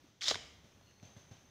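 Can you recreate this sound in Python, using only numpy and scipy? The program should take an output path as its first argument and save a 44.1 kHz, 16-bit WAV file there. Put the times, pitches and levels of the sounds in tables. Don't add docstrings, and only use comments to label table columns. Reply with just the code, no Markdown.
import sys
import numpy as np
from scipy import signal
from scipy.fft import rfft, irfft
from scipy.io import wavfile

SR = 44100
rng = np.random.default_rng(int(sys.argv[2]) if len(sys.argv) > 2 else 0)


def to_wav(sig):
    pcm = np.clip(np.atleast_2d(sig), -1, 1) * 32767
    pcm = np.round(pcm).astype(np.int16)
    wavfile.write(sys.argv[1], SR, pcm.T)


N = 66150
T = np.arange(N) / SR


def from_db(db):
    return 10 ** (np.asarray(db) / 20)


def rms_one(x):
    return x / np.sqrt(np.mean(x ** 2) + 1e-20)


def level_curve(rows):
    return from_db(np.interp(T, *np.transpose(rows)))


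def at_hz(points, hz):
    table_hz, values = np.transpose(points)
    return np.interp(np.log(np.maximum(hz, 1)), np.log(table_hz), values)


def colour(x, spectrum):
    gain = rms_one(from_db(at_hz(spectrum, np.arange(N + 1) * SR / (2 * N))))
    cepstrum = irfft(np.log(gain))
    cepstrum[1:N] *= 2
    cepstrum[N + 1:] = 0
    response = np.exp(rfft(cepstrum))
    return irfft(rfft(x, 2 * N) * response)[:N]


def since(start):
    return np.maximum(T - start, 0)


def strike(start, rise, t60):
    decay_db = np.maximum(-60 * since(start) / t60, -300)
    return (1 - np.exp(-since(start) / rise)) * from_db(decay_db)


# (frequency [Hz], level [dB per Hz])
AIR_COLOUR = [(25, -4), (45, -10.5), (85, -0.5), (160, -5.5), (300, -10.5), (800, -17.5), (1300, -19.5),
              (3300, -22.5), (5100, -33), (6000, -20), (7300, -35.5), (12000, -38.5), (15000, -36.5)]
# (time [s], level [dB])
AIR_LEVEL = [(0, -66), (0.08, -66), (0.16, -71), (0.5, -65.5), (0.83, -65), (0.97, -66.5), (1.2, -64.5),
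             (1.5, -65)]


def forest_air():
    return level_curve(AIR_LEVEL) * colour(rng.standard_normal(N), AIR_COLOUR)


def buzz(hz, width_hz):
    edges = [hz - width_hz / 2, hz + width_hz / 2]
    band = signal.butter(2, edges, "band", fs=SR, output="sos")
    return rms_one(signal.sosfilt(band, rng.standard_normal(N)))


# (time [s], level [dB])
SHRILL_LEVEL = [(0, -87), (0.83, -81.5), (0.87, -75.5), (1.0, -78), (1.04, -69.5), (1.25, -71.5),
                (1.5, -75.5)]
SHRILL_HZ, SHRILL_WIDTH_HZ = 6220, 230
THROBS_PER_S, THROB_DB = 42, 3
# (start [s], end [s], pitch [Hz], width [Hz], level [dB])
LOW_NOTES = [(0.82, 1.08, 4290, 170, -77), (0.865, 0.935, 2860, 260, -76)]
NOTE_FADE_S = 0.0091


def insects():
    throb = rms_one(from_db(THROB_DB * np.sin(2 * np.pi * THROBS_PER_S * T)))
    out = level_curve(SHRILL_LEVEL) * throb * buzz(SHRILL_HZ, SHRILL_WIDTH_HZ)
    for start, end, hz, width_hz, db in LOW_NOTES:
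        gate = np.clip(np.minimum(T - start, end - T) / NOTE_FADE_S, 0, 1)
        out = out + from_db(db) * gate * buzz(hz, width_hz)
    return out


# (time [s], level [dB], settled pitch [Hz], rustle level [dB])
FOOTFALLS = [(0.04, -54.5, 250, -71), (0.283, -51, 93, -83), (0.315, -46.5, 95.3, -73),
             (0.335, -50, 78, -74), (0.354, -48, 97, -82), (0.641, -51.5, 107, -66.5),
             (1.027, -44.5, 92, -61.5), (1.049, -51, 102, -65.5), (1.082, -55.5, 93, -69),
             (1.165, -43, 92, -62), (1.312, -42, 93.5, -61.5)]
THUD_RISE_S, THUD_T60_S = 0.0012, 0.082
THUD_BEND, THUD_SETTLE_S = 1.0, 0.004


def thuds():
    out = 0
    for start, db, hz, _ in FOOTFALLS:
        bend = THUD_BEND * THUD_SETTLE_S * (1 - np.exp(-since(start) / THUD_SETTLE_S))
        cycles = hz * (since(start) + bend)
        out = out + from_db(db) * strike(start, THUD_RISE_S, THUD_T60_S) * np.sin(2 * np.pi * cycles)
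    return out


HIT_RISE_S = 0.00022
CONTACT_DB, CONTACT_T60_S = -9.5, 0.049
# (frequency [Hz], level [dB per Hz])
CONTACT_COLOUR = [(60, -12), (180, 8), (280, 7), (420, -11), (1200, -14), (4000, -20.5), (8000, -35),
                  (15000, -45)]


def contacts():
    pats = sum(from_db(db + CONTACT_DB) * strike(start, HIT_RISE_S, CONTACT_T60_S)
               for start, db, _, _ in FOOTFALLS)
    return colour(pats * rng.standard_normal(N), CONTACT_COLOUR)


RUSTLE_RISE_S, RUSTLE_T60_S = 0.0013, 0.71
# (frequency [Hz], level [dB per Hz])
RUSTLE_COLOUR = [(60, -5.5), (200, 8.5), (400, -1.5), (600, 5), (1200, -6.5), (3500, -4), (5000, -9.5),
                 (6300, -4), (7500, -19.5), (12000, -30), (15000, -28)]


def rustle():
    power = sum((from_db(db) * strike(start, RUSTLE_RISE_S, RUSTLE_T60_S)) ** 2
                for start, _, _, db in FOOTFALLS)
    return colour(np.sqrt(power) * rng.standard_normal(N), RUSTLE_COLOUR)


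# (time [s], level [dB])
FOOT_PRESS = [(0.2095, -77), (0.2155, -44.5), (0.235, -40.5), (0.256, -40.5), (0.277, -36), (0.288, -33),
              (0.311, -35.5), (0.322, -41.5), (0.352, -47), (0.385, -78.5)]
GRAINS_PER_S, GRAIN_SPREAD_DB = 6000, 1
# (frequency [Hz], level [dB per Hz])
LEAF_COLOUR = [(100, -30.5), (300, -18.5), (1000, -14.5), (2000, -5.5), (2700, -13.5), (3350, 1.5),
               (3900, -0.5), (4400, -2), (5300, -1.5), (6900, -7), (8200, -22), (12000, -36), (15000, -34)]


def crunch():
    sizes = from_db(GRAIN_SPREAD_DB * np.minimum(rng.exponential(1, N), 3))
    signs = rng.choice([-1, 1], N)
    breaks_now = rng.random(N) < GRAINS_PER_S / SR
    grains = rms_one(sizes * signs * breaks_now)
    return colour(grains * level_curve(FOOT_PRESS), LEAF_COLOUR)


def ring(start, hz, t60):
    return strike(start, HIT_RISE_S, t60) * np.sin(2 * np.pi * hz * since(start))


# (time [s], level [dB], ring pitch [Hz], ring t60 [s])
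TWIG_CRACKS = [(0.2096, -36, 3350, 0.016), (0.2138, -30.5, 3130, 0.0037), (0.2207, -28.5, 2230, 0.0067),
               (0.2262, -27.5, 3730, 0.0023), (0.2407, -27, 4370, 0.011), (0.2563, -30, 3620, 0.024),
               (0.264, -36, 3300, 0.0027), (0.2738, -26, 3700, 0.026), (0.2825, -15.5, 3670, 0.0061),
               (0.2825, -18, 5560, 0.002), (0.2862, -22.5, 5240, 0.015), (0.2892, -21, 4830, 0.013),
               (0.2995, -21.5, 4130, 0.0054), (0.3074, -24.5, 5400, 0.0026), (0.3094, -20.5, 4000, 0.016),
               (0.3128, -20, 3230, 0.0075), (0.3446, -25.5, 3680, 0.0072), (0.3555, -26.5, 2185, 0.0067),
               (0.812, -52, 750, 0.011), (0.912, -58, 1850, 0.014), (0.999, -54, 2430, 0.0094),
               (1.029, -55, 1340, .006), (1.369, -50.5, 3200, 0.0056)]
CLICK_DB, SPLINTER_DB, SPLINTER_T60_S = -2, -9, 0.01
# (frequency [Hz], level [dB per Hz])
SPLINTER_COLOUR = [(80, -19.5), (300, -13), (1200, -11), (2500, -10), (3400, 4), (6500, -3.5), (8200, -16),
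                   (11000, -24), (12500, -63), (15000, -31)]


def cracks():
    rings = sum(from_db(db) * ring(start, hz, t60) for start, db, hz, t60 in TWIG_CRACKS)
    bursts = sum(from_db(db + SPLINTER_DB) * strike(start, HIT_RISE_S, SPLINTER_T60_S)
                 for start, db, _, _ in TWIG_CRACKS)
    clicks = np.zeros(N)
    for start, db, _, _ in TWIG_CRACKS:
        clicks[int(start * SR)] += from_db(db + CLICK_DB)
    splinters = bursts * rng.standard_normal(N)
    return rings + colour(clicks + splinters, SPLINTER_COLOUR)


# (time [s], level [dB], pitch [Hz], t60 [s])
STICK_KNOCKS = [(0.2832, -45.5, 570, 0.054), (0.3113, -22.5, 612, 0.02), (0.3144, -31, 437, 0.029),
                (0.3221, -37, 554, 0.023), (0.3438, -30.5, 1570, .012), (0.3552, -33, 982, 0.017),
                (0.3565, -39.5, 425, .025)]
# (multiple of the pitch, level [dB], share of the t60)
STICK_MODES = [(.62, -5.5, 0.3), (1.0, -0.5, 1.0), (1.25, -7, 0.88), (1.85, -1.5, 0.4), (3.5, -6.5, 0.57)]


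def knocks():
    out = 0
    for start, db, hz, t60 in STICK_KNOCKS:
        for k, (ratio, mode_db, share) in enumerate(STICK_MODES):
            sign = (-1) ** (k + 1)
            out = out + sign * from_db(db + mode_db) * ring(start, hz * ratio, t60 * share)
    return out


# (frequency [Hz], level [dB])
ECHO_LEVEL = [(70, 18.5), (200, -3), (500, -17), (1200, -13.5), (2000, -14), (2900, -3), (4000, -25.5),
              (5300, -14.5), (6600, -10.5), (15000, -12.5)]
# (frequency [Hz], t60 [s])
ECHO_T60 = [(80, 1.0), (500, 0.82), (2800, 0.72), (6000, 0.59), (12000, 0.6)]
ECHO_BUILD_S = 0.005


def trees(x):
    edges = np.geomspace(50, 16000, 15)
    echo = 0
    for low, high in zip(edges, edges[1:]):
        hz = np.sqrt(low * high)
        band = signal.butter(2, [low, high], "band", fs=SR, output="sos")
        noise = signal.sosfilt(band, rng.standard_normal(N))
        tail = rms_one(noise * strike(0, ECHO_BUILD_S, at_hz(ECHO_T60, hz)))
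        band_gain = np.sqrt(2 * (high - low) / SR / N)
        echo = echo + from_db(at_hz(ECHO_LEVEL, hz)) * tail * band_gain
    return signal.fftconvolve(x, echo)[:N]


def scene():
    background = forest_air() + insects()
    footfalls = thuds() + contacts() + rustle()
    step = crunch() + cracks() + knocks()
    return (background + footfalls + step + trees(step))[None]


LOW_CUT_HZ, CUTOFF_HZ = 51, 15600


def record(dry):
    bass_cut = signal.butter(2, LOW_CUT_HZ, "high", fs=SR, output="sos")
    thin = signal.sosfilt(bass_cut, dry)
    top_cut = signal.ellip(12, 0.2, 70, CUTOFF_HZ, fs=SR, output="sos")
    return signal.sosfilt(top_cut, thin)


dry = scene()
out = record(dry)
to_wav(out)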